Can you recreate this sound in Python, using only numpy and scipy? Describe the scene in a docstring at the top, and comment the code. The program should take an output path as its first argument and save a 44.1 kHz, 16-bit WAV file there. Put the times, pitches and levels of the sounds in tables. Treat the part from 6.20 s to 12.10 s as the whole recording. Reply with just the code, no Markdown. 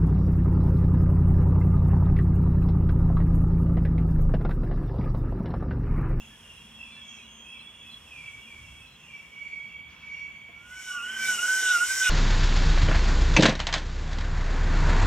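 """A freight train's wheels squeal as it creeps round a curve in an open valley, first far off, then close.
Each wheel sticks and slips on the rail, which makes it sing, and the slopes echo the squeals.
The flanges (the rims that keep the wheels on the track) grind and hiss, and the cars rumble and drone.
After about four seconds the couplings knock lightly and one loud wheel comes near."""
import sys
import numpy as np
from scipy import signal
from scipy.fft import rfft, irfft
from scipy.io import wavfile
from scipy.ndimage import uniform_filter1d

SR = 44100
rng = np.random.default_rng(int(sys.argv[2]) if len(sys.argv) > 2 else 0)


def pcm_store(signal):
    """Save signal as 16-bit PCM."""
    levels = np.round(np.clip(np.atleast_2d(signal), -1, 1) * 32767)
    wavfile.write(sys.argv[1], SR, levels.astype(np.int16).T)


N = 260043
TIME, FREQ = np.arange(N) / SR, np.maximum(np.fft.rfftfreq(N, 1 / SR), 1)

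# squeals of two far wheels: start_s, length_s, first_pitch_hz, level_db, rise_s
LOW_SQUEALS = [(.58, 0.53, 2698, -55, .17), (1.27, 0.24, 2640, -56, 0.09), (1.55, .1, 2460, -61, .04),
               (1.87, 0.31, 2724, -41, .15), (2.24, 0.38, 2750, -46, .065), (2.84, 0.28, 2565, -46, .1),
               (3.1, 0.627, 2254, -39.5, 0.16), (3.8, 0.6, 2276, -39.5, .11),
               (4.54, .16, 2250, -42.5, 0.055)]
MID_SQUEALS = [(0, 0.028, 2785, -48.5, 0.0064), (.21, 0.21, 2838, -52.5, 0.074),
               (.45, 0.11, 2720, -60.5, 0.038), (.56, 0.15, 2640, -48.5, 0.041),
               (.72, .14, 2720, -54, 0.047), (.9, 0.09, 2660, -52.5, 0.037), (1.0, .2, 2850, -59, 0.041),
               (1.2, 0.23, 2620, -51, 0.091), (1.5, 0.11, 2820, -59, .05), (1.6, 0.11, 2644, -54, 0.049),
               (1.88, 0.22, 2605, -53.5, 0.034), (2.15, 0.14, 2780, -56.5, .05),
               (2.41, .14, 2747, -56, 0.038), (2.56, .14, 2618, -55.5, 0.054),
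               (2.78, .25, 2770, -55, 0.037), (3.12, .12, 2890, -56.5, 0.051),
               (3.28, .08, 2710, -60, 0.035), (3.45, 0.093, 2740, -56.5, .05), (3.62, .26, 2600, -58.5, .2),
               (3.9, 0.22, 2750, -57.5, 0.046), (4.4, 0.088, 2850, -61, 0.04)]
# a higher far wheel: time_s, pitch_hz, level_db, second_harmonic_db
HIGH_WHEEL = [(0, 3311, -56, -77), (.25, 3270, -61, -89), (.75, 3340, -56, -85), (.9, 3267, -51, -77),
              (1.07, 3310, -54, -73), (1.15, 3227, -54, -72), (1.32, 3270, -51, -76),
              (1.43, 3377, -55, -90), (1.5, 3350, -52.5, -76), (1.74, 3330, -48, -74.5),
              (1.79, 3320, -61.5, -91), (2.1, 3295, -56.5, -73.5), (2.7, 3298, -60, -82),
              (2.9, 3254, -66, -86), (3.4, 3296, -61.5, -85.5), (4.05, 3277, -64, -83.5),
              (4.6, 3253, -67, -87)]
# the highest far wheel: time_s, pitch_hz, level_db
TOP_WHEEL = [(.1, 8740, -69), (.7, 8790, -72), (1.6, 8680, -71), (2.2, 8500, -73), (2.6, 8500, -72)]
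# the low sound of all the cars: time_s, rumble_db, low_drone_db, high_drone_db
CAR_LEVELS = [(0, -57.5, -64, -61.5), (.3, -60.5, -67.5, -64.5), (.6, -60.5, -66, -60),
              (.95, -63.5, -70, -63.5), (1.4, -63.5, -65, -63), (2.0, -58.5, -68, -69.5),
              (2.3, -64.5, -72, -68), (2.42, -55, -61.5, -64), (2.7, -61, -64.5, -67.5),
              (2.9, -68, -64.5, -69.5), (3.8, -61.5, -66.5, -66.5), (4.45, -63, -67, -69.5),
              (4.85, -69, -77, -66), (5.1, -68, -84, -55.5), (5.4, -66, -72, -68.5), (5.9, -65, -73, -66.5)]
# far flanges: time_s, hiss_db, airy_top_db
FAR_FLANGES = [(0, -67, -73.5), (.6, -68, -78.5), (.72, -67.5, -89), (1.0, -70.5, -89), (1.15, -74.5, -87),
               (1.63, -73, -88), (1.67, -70, -75.5), (2.0, -67, -78), (2.55, -69, -76), (2.74, -72, -82),
               (3.02, -71, -80.5), (3.4, -72.5, -89), (3.65, -83, -88), (4.0, -73.5, -89), (4.35, -82, -96),
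               (4.5, -75, -75)]
# the valley's quiet background: time_s, level_db
VALLEY_LEVELS = [(0, -56), (2.2, -56), (2.7, -57.5), (3.6, -57.5), (4.0, -57), (5.9, -59.5)]
# brief rings of the wheels: start_s, length_s, pitch_hz, level_db, wobble_radians
CHIRPS = [(.1, 0.065, 1730, -59.5, 0.66), (0.336, .08, 3920, -67, 1.8), (0.615, 0.32, 3445, -52.5, 1.3),
          (0.7, 0.083, 4130, -55.5, 2.1), (0.747, 0.077, 1745, -57.5, 0.42), (0.848, 0.22, 5780, -63, 2),
          (.96, 0.12, 3930, -61, 1.85), (.98, 0.065, 2490, -50, 0.55), (1.379, .06, 4050, -62, 2.6),
          (1.7, 0.073, 4060, -57, 1.54), (2.649, .12, 4010, -63, 2.5), (2.9, 0.12, 5630, -69, 2.7),
          (3.915, 0.18, 5680, -64, 2.7), (4.5, 0.059, 2063, -54, 1.5), (4.699, 0.14, 1158, -44.5, 0.83),
          (4.76, .1, 2550, -50, 2.2), (4.985, 0.13, 2297, -32.5, 0.39), (5.533, 0.058, 1156, -46, .6),
          (5.744, .12, 2033, -41.5, 1), (5.834, .06, 2490, -35, 0.94), (5.858, 0.083, 2870, -29, 0.48)]
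# one far scrape: time_s, level_db
FAR_SCRAPE = [(3.66, -85), (3.7, -61), (3.9, -62), (4.08, -69), (4.13, -87)]
# knocks of the couplings: start_s, level_db
KNOCKS = [(4.291, -49), (5.08, -52), (5.419, -45), (5.58, -40.5)]
# notes of a knocked car body: pitch_hz, gain_db, ring_s (time to fade by 60 dB)
BODY_NOTES = [(332, -10, 0.089), (472, -8, 0.12), (690, -6.5, 0.1), (1080, -12, 0.052), (1870, -10, 0.027)]
# the nearest flange: time_s, hiss_db, grind_db
NEAR_FLANGE = [(4.3, -77.5, -71), (4.46, -67, -68), (4.51, -57, -60), (4.61, -48.5, -54),
               (4.72, -46.5, -56), (4.8, -51.5, -57.5), (4.96, -47, -47), (5.0, -40.5, -46),
               (5.07, -34, -42.5), (5.14, -34, -46), (5.19, -37, -48.5), (5.28, -33.5, -44.5),
               (5.55, -33, -41), (5.61, -35, -43), (5.68, -32, -41.5), (5.8, -31.5, -42),
               (5.897, -31.5, -36.5)]
# wheel notes that this flange keeps ringing: pitch_hz, gain_db (added to the hiss level)
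FLANGE_RINGS = [(5350, -21), (5560, -14), (5700, -17), (5920, -19), (8280, -21)]
# the nearest wheel's squeal: time_s, level_db, second_harmonic_db
NEAR_WHEEL = [(4.36, -67.5, -71), (4.54, -43.5, -57), (4.63, -48, -54), (4.73, -34.5, -44),
              (4.8, -36.5, -43), (4.94, -35.5, -39.5), (5.02, -31.5, -44.5), (5.11, -25, -39),
              (5.17, -39, -35.5), (5.24, -24.5, -38.5), (5.4, -27, -41), (5.51, -20.5, -34),
              (5.58, -23.5, -42), (5.595, -40, -34), (5.61, -23.5, -40), (5.64, -27.5, -40),
              (5.68, -42.5, -46), (5.71, -31, -44), (5.75, -35, -47), (5.84, -24, -40.5),
              (5.897, -22.5, -45)]
# turns of that wheel: start_s, pitch_arch_hz, arch_share (1 is a whole arch), scrape_surge_db
TURNS = [(4.39, 125, 0.81, 9.5), (4.785, 157, .85, 5.5), (5.18, 154.6, 0.94, 14), (5.585, 175.3, .93, 12.5)]
# the nearest car rolling: time_s, level_db
NEAR_ROLL = [(4.5, -77), (4.7, -66), (5.1, -53), (5.8, -55.5), (5.897, -52)]
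# a low hum close by: time_s, pitch_hz, level_db
NEAR_HUM = [(4.7, 99, -79), (4.85, 100.8, -66), (5.3, 99, -65.5), (5.6, 100.6, -67), (5.9, 96.1, -69)]

# the colour of each noise, or how strong its lows and highs are: frequency_hz, relative_level_db
RUMBLE_COLOUR = [(15, -56), (25, -16.5), (40, -10), (59, 5), (72, 2.5), (97, -2.5), (140, -4), (180, -41),
                 (310, -120)]
LOW_DRONE_COLOUR = [(110, -20), (140, -7), (160, 0), (180, -5), (200, -16)]
HIGH_DRONE_COLOUR = [(180, -11), (205, -5), (222, 4.5), (245, -15), (300, -15)]
FAR_HISS_COLOUR = [(2180, -35), (3700, -1), (4370, -9.5), (4930, -4), (5390, 4), (6070, -2), (6630, -2),
                   (7530, -1), (9000, -4.5), (11700, -29), (19800, -120)]
AIRY_TOP_COLOUR = [(5290, -21), (9000, -10), (9410, -5.5), (11200, -5.5), (15100, -20), (15700, -18.5)]
VALLEY_COLOUR = [(140, -30), (240, -2.5), (335, -8), (621, -10.5), (816, -10.5), (994, -4.5), (1240, -9),
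                 (2090, -9), (2740, -1.5), (3020, -4), (3300, -10), (3420, -1), (3770, -29.5), (4600, -41),
                 (5980, -54), (10100, -120)]
FAR_SCRAPE_COLOUR = [(900, 2.5), (1700, 2.5), (3000, -1), (4400, -8), (5700, -6), (7200, -16), (8500, -27)]
NEAR_HISS_COLOUR = [(2350, -53.5), (4000, -11.5), (4140, -9), (4540, -11), (5390, -3), (5710, 3),
                    (6010, -2.5), (7560, -1), (8480, -4), (8820, -8), (10100, -8.5), (15700, -18)]
NEAR_SCRAPE_COLOUR = [(2300, -14), (2650, 5), (2900, 10.5), (3200, 4), (3600, 11), (3900, 6.5), (4200, -13)]
GRIND_COLOUR = [(900, -13), (1200, -10), (1700, -5.5), (2100, 1.5), (2500, -1.5), (2900, -43)]
ROLL_COLOUR = [(150, -43), (250, -24), (301, -7.5), (447, -5), (534, -8), (779, -6), (1150, -3),
               (1500, -22), (2530, -120)]
MIC_HISS_COLOUR = [(3000, 6), (5000, -5), (9000, -8), (12000, -7), (16000, -6)]

# how much louder far and near sounds are on the left: frequency_hz, left_minus_right_db
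FAR_BALANCE = [(60, -1.5), (110, -1.5), (200, -0.5), (380, 1.0), (700, 2.0), (1290, 0.0), (2380, -2.0),
               (4400, -4.0), (8120, 1.5), (15000, -0.5)]
NEAR_BALANCE = [(60, -0.5), (110, -0.5), (200, -0.5), (380, -0.5), (700, 0.0), (1290, -3.0), (2380, -2.5),
                (4400, 2.0), (8120, 0.5), (15000, -3.0)]
# how far ahead their waves are on the left: frequency_hz, left_lead_radians
FAR_PHASE = [(30, 0), (1100, .2), (3450, .9), (8000, 2.2), (15500, 4.)]
NEAR_PHASE = [(30, 0), (1400, .2), (3100, .5), (4480, 2.2), (5100, .8), (7060, 1.1), (9000, 2.),
              (12000, 2.2), (15400, 3.2)]
FAR, NEAR = (FAR_BALANCE, FAR_PHASE), (NEAR_BALANCE, NEAR_PHASE)


def undb(db):
    """Turn decibels into a number to multiply a sound by."""
    return 10 ** (np.asarray(db) / 20)


def curves(table):
    """Each column after the time as a curve, then a gate that fades in and out at the table's ends."""
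    times, *columns = np.transpose(table)
    gate = np.clip(np.minimum(TIME - times[0] + .045, times[-1] + .05 - TIME) / .014, 0, 1)
    return [np.interp(TIME, times, column) for column in columns] + [gate]


def over_freq(table):
    """A table's value at every frequency."""
    hz, value = np.transpose(table)
    return np.interp(np.log(FREQ), np.log(np.maximum(hz, 1)), value)


def wander(rate_hz):
    """A smooth random curve of typical size 1 that heads somewhere new rate_hz times a second."""
    hold = max(int(SR / rate_hz), 2)
    steps = np.repeat(rng.standard_normal(N // hold + 1), hold)
    smooth = uniform_filter1d(uniform_filter1d(steps, hold), hold)[:N]
    return smooth / smooth.std()


def noise(colour, flicker_db, rate_hz):
    """Coloured noise of strength 1, in bands a third of an octave wide that each flicker on their own."""
    low_hz, high_hz = colour[0][0], colour[-1][0]
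    inside = (FREQ > low_hz) & (FREQ < high_hz)
    spectrum = rfft(rng.standard_normal(N)) * undb(over_freq(colour)) * inside
    band_number = 3 * np.log2(FREQ / low_hz)
    out = 0
    for k in range(int(3 * np.log2(high_hz / low_hz)) + 2):
        band = irfft(spectrum * np.clip(1 - abs(band_number - k), 0, 1), N)
        out = out + band * undb(flicker_db * wander(rate_hz))
    return out / out.std()


def stereo(sound, direction):
    """One sound reaches the left and right microphones with different strength and timing."""
    balance, phase = direction
    left = undb(over_freq(balance) / 2) * np.exp(.5j * over_freq(phase))
    end_fades = np.clip(np.minimum(TIME, TIME[::-1]) / .002, 0, 1)
    return irfft(rfft(sound * end_fades) * np.array([left, 1 / left]), N)


def wide_noise(colour, direction, flicker_db, rate_hz, scatter_db):
    """Noise from one direction, plus a scattered part that is unrelated left and right."""
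    scattered = np.array([noise(colour, flicker_db, rate_hz) for _ in range(2)])
    return stereo(noise(colour, flicker_db, rate_hz), direction) + undb(scatter_db) * scattered


def stick_slip(hz, harmonics_db, jitter, rough, rate_hz, rasp_db):
    """Steel sticks and slips: the pitch shakes, an unsteady grip blurs the tone, a fast rasp frays it."""
    phase = 2 * np.pi * np.cumsum(hz * (1 + jitter * wander(rate_hz))) / SR
    out = 0
    for k, db in enumerate(harmonics_db, 1):
        rough_share = min(rough * k * k, 1)
        shake = wander(rate_hz * k) + 1j * wander(rate_hz * k)  # shakes both strength and phase
        grip = np.sqrt(1 - rough_share) + np.sqrt(rough_share / 2) * shake
        rasp = undb(rasp_db) * k ** 1.5 * (wander(330 * k) + 1j * wander(330 * k)) / np.sqrt(2)
        out = out + np.sqrt(2) * undb(db) * ((grip + rasp) * np.exp(1j * k * phase)).real
    return out


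def squeal_curves(table, note_hz, slide_rises, fade_db):
    """Pitch and level of a wheel that catches, swells as it slides onto its note, fades and lets go."""
    swell_db, catch_db_per_s, let_go_db_per_s = 16, 3000, 251.5
    start_s, length_s, first_hz, db, rise_s = np.transpose(table)[:, :, None]
    age = TIME - start_s
    level = (db - catch_db_per_s * np.maximum(-age, 0)
             - swell_db * np.clip(1 - age / rise_s, 0, 1)
             - fade_db * np.maximum(age - rise_s, 0) / length_s
             - let_go_db_per_s * np.maximum(age - length_s, 0))
    slide_s = slide_rises * rise_s
    pitch = note_hz + (first_hz - note_hz) * np.exp(-np.maximum(age, 0) / slide_s)
    loudest = level.argmax(axis=0)  # the wheel sings one squeal at a time
    return pitch[loudest, np.arange(N)], level.max(axis=0)


def far_wheels():
    """Four far wheels stick and slip, each singing roughly around its own note."""
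    hz, db = squeal_curves(LOW_SQUEALS, note_hz=2270, slide_rises=.55, fade_db=14)
    low = stick_slip(hz, [db, db - 35, db - 39], jitter=.0015, rough=.65, rate_hz=70, rasp_db=-7)
    hz, db = squeal_curves(MID_SQUEALS, note_hz=2686, slide_rises=8, fade_db=6.5)
    hz = hz * (1 + .006 * wander(14))
    mid = stick_slip(hz, [db, db - 29], jitter=.01, rough=.85, rate_hz=120, rasp_db=-2)
    hz, db, second_db, gate = curves(HIGH_WHEEL)
    hz = hz * (1 + .002 * wander(14))
    second_db = second_db + 4 * wander(12)
    high = gate * stick_slip(hz, [db, second_db], jitter=.006, rough=.7, rate_hz=100, rasp_db=-4)
    hz, db, gate = curves(TOP_WHEEL)
    top = gate * stick_slip(hz, [db + 3 * wander(12)], jitter=.02, rough=.9, rate_hz=300, rasp_db=-1)
    return low + mid + high + top


def slope_echo(sound, level_db, ring_s=.3):
    """The ground and hillsides send back a blurred echo, different left and right."""
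    t = np.arange(int(SR * .6)) / SR
    tail = rng.standard_normal((2, len(t))) * undb(-60 * t / ring_s) * (t > .012)
    tail /= np.linalg.norm(tail, axis=1, keepdims=True)
    return undb(level_db) * signal.fftconvolve(sound[None], tail, axes=1)[:, :N]


def car_rumble():
    """All the cars together make a deep rumble and two drones, each wavering a little."""
    rumble_db, low_db, high_db, _ = curves(CAR_LEVELS)
    rumble = wide_noise(RUMBLE_COLOUR, FAR, flicker_db=1.15, rate_hz=4.6, scatter_db=-16)
    low = wide_noise(LOW_DRONE_COLOUR, FAR, flicker_db=1.1, rate_hz=26, scatter_db=-10.5)
    high = wide_noise(HIGH_DRONE_COLOUR, FAR, flicker_db=1.1, rate_hz=26, scatter_db=-10.5)
    return sum(undb(db + 1.2 * wander(7)) * layer
               for db, layer in ((rumble_db, rumble), (low_db, low), (high_db, high)))


def far_flanges():
    """Far flanges rub the rail and hiss, with an airy top."""
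    hiss_db, top_db, gate = curves(FAR_FLANGES)
    hiss = wide_noise(FAR_HISS_COLOUR, FAR, flicker_db=1.4, rate_hz=7.16, scatter_db=3.4)
    top = wide_noise(AIRY_TOP_COLOUR, FAR, flicker_db=1.1, rate_hz=11, scatter_db=6.4)
    return gate * (undb(hiss_db) * hiss + undb(top_db) * top)


def valley():
    """The open valley's quiet, nearly steady background noise."""
    db, _ = curves(VALLEY_LEVELS)
    return undb(db) * wide_noise(VALLEY_COLOUR, FAR, flicker_db=.47, rate_hz=11, scatter_db=-7.5)


def wheel_chirps():
    """Single wheel notes ring briefly; the more one wobbles, the more its loudness flutters."""
    out = 0
    for start_s, length_s, hz, db, wobble in CHIRPS:
        swell = np.sin(np.pi * np.clip((TIME - start_s) / length_s, 0, 1)) ** .6
        gain = undb(db + 1.6 * wobble * wander(70))
        out = out + gain * swell * np.sin(2 * np.pi * hz * TIME + wobble * wander(110))
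    return out


def far_scrape():
    """A far flange drags along the rail for a moment."""
    db, gate = curves(FAR_SCRAPE)
    scrape = wide_noise(FAR_SCRAPE_COLOUR, FAR, flicker_db=1.5, rate_hz=11, scatter_db=-1.9)
    return gate * undb(db) * scrape


def coupling_knocks():
    """Each knock rings the car body, with every note a bit louder or softer by chance."""
    out = np.zeros(N)
    for start_s, db in KNOCKS:
        age = np.maximum(TIME - start_s, 0)
        for hz, gain_db, ring_s in BODY_NOTES:
            strike_db = db + gain_db + 3.1 * rng.standard_normal()
            out += undb(strike_db - 60 * age / ring_s) * np.sin(2 * np.pi * hz * age)
    return out


def wheel_turn(last_turn_ends_s=5.95):
    """How far the nearest wheel is through its turn (0 to 1), then that turn's arch, share and surge."""
    table = np.array(TURNS)
    turns = np.interp(TIME, [*table[:, 0], last_turn_ends_s], np.arange(len(table) + 1))
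    row = np.minimum(turns.astype(int), len(table) - 1)
    return turns % 1, *table[row, 1:].T


def near_flange():
    """Steel grinds on steel: a bright hiss, faint rings, a duller grind and a scrape late in each turn."""
    hiss_db, grind_db, gate = curves(NEAR_FLANGE)
    progress, *_, surge_db = wheel_turn()
    surge_at_turns, surge_width_turns = .766, .13
    surge = np.exp(-((progress - surge_at_turns) / surge_width_turns) ** 2)
    scrape_db = hiss_db - 14.5 + surge_db * surge
    hiss = wide_noise(NEAR_HISS_COLOUR, NEAR, flicker_db=1.4, rate_hz=25, scatter_db=-6)
    rings = 0
    for hz, gain_db in FLANGE_RINGS:
        ring_db = hiss_db + gain_db + 3.5 * wander(12)
        rings = rings + stick_slip(hz, [ring_db], jitter=.003, rough=1, rate_hz=120, rasp_db=-6)
    scrape = wide_noise(NEAR_SCRAPE_COLOUR, NEAR, flicker_db=1.8, rate_hz=25, scatter_db=-8)
    grind = wide_noise(GRIND_COLOUR, NEAR, flicker_db=1.8, rate_hz=20, scatter_db=-9)
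    rubbing = undb(hiss_db) * hiss + undb(scrape_db) * scrape + undb(grind_db) * grind
    return gate * (rubbing + stereo(rings, NEAR))


def near_wheel(base_hz=1371):
    """The loud wheel sticks and slips; its pitch arches once per turn, then jumps back down."""
    db, second_db, gate = curves(NEAR_WHEEL)
    progress, arch_hz, arch_share, _ = wheel_turn()
    hz = base_hz + arch_hz * np.sin(np.pi * arch_share * progress ** .8)  # quick climb, slow fall
    return gate * stick_slip(hz, [db, second_db], jitter=.005, rough=.18, rate_hz=75, rasp_db=-14)


def near_roll():
    """The nearest car rolls along the rail with a dull rush."""
    db, gate = curves(NEAR_ROLL)
    return gate * undb(db) * wide_noise(ROLL_COLOUR, NEAR, flicker_db=1.8, rate_hz=15, scatter_db=-13)


def near_hum():
    """A faint, low, unsteady hum comes in while the train is close."""
    hz, db, gate = curves(NEAR_HUM)
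    return gate * stick_slip(hz, [db], jitter=.018, rough=.29, rate_hz=7.4, rasp_db=-24)


def scene():
    """Far and near squeals with their echoes, over the noise of the train and the valley."""
    far = far_wheels()
    near = near_wheel() + wheel_chirps() + coupling_knocks()
    return (stereo(far, FAR) + slope_echo(far, level_db=-5.5)
            + stereo(near, NEAR) + slope_echo(near, level_db=-16)
            + near_flange() + near_roll() + far_scrape()
            + car_rumble() + near_hum() + far_flanges() + valley())


def record(dry):
    """The microphones add their own faint hiss, and the highest treble is cut off."""
    hiss_db, top_hz = -71, 15780
    hiss = np.array([noise(MIC_HISS_COLOUR, flicker_db=.3, rate_hz=5) for _ in range(2)])
    treble_cut = signal.ellip(10, .2, 80, top_hz, fs=SR, output="sos")
    return signal.sosfilt(treble_cut, dry + undb(hiss_db) * hiss)


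dry = scene()
out = record(dry)
pcm_store(out)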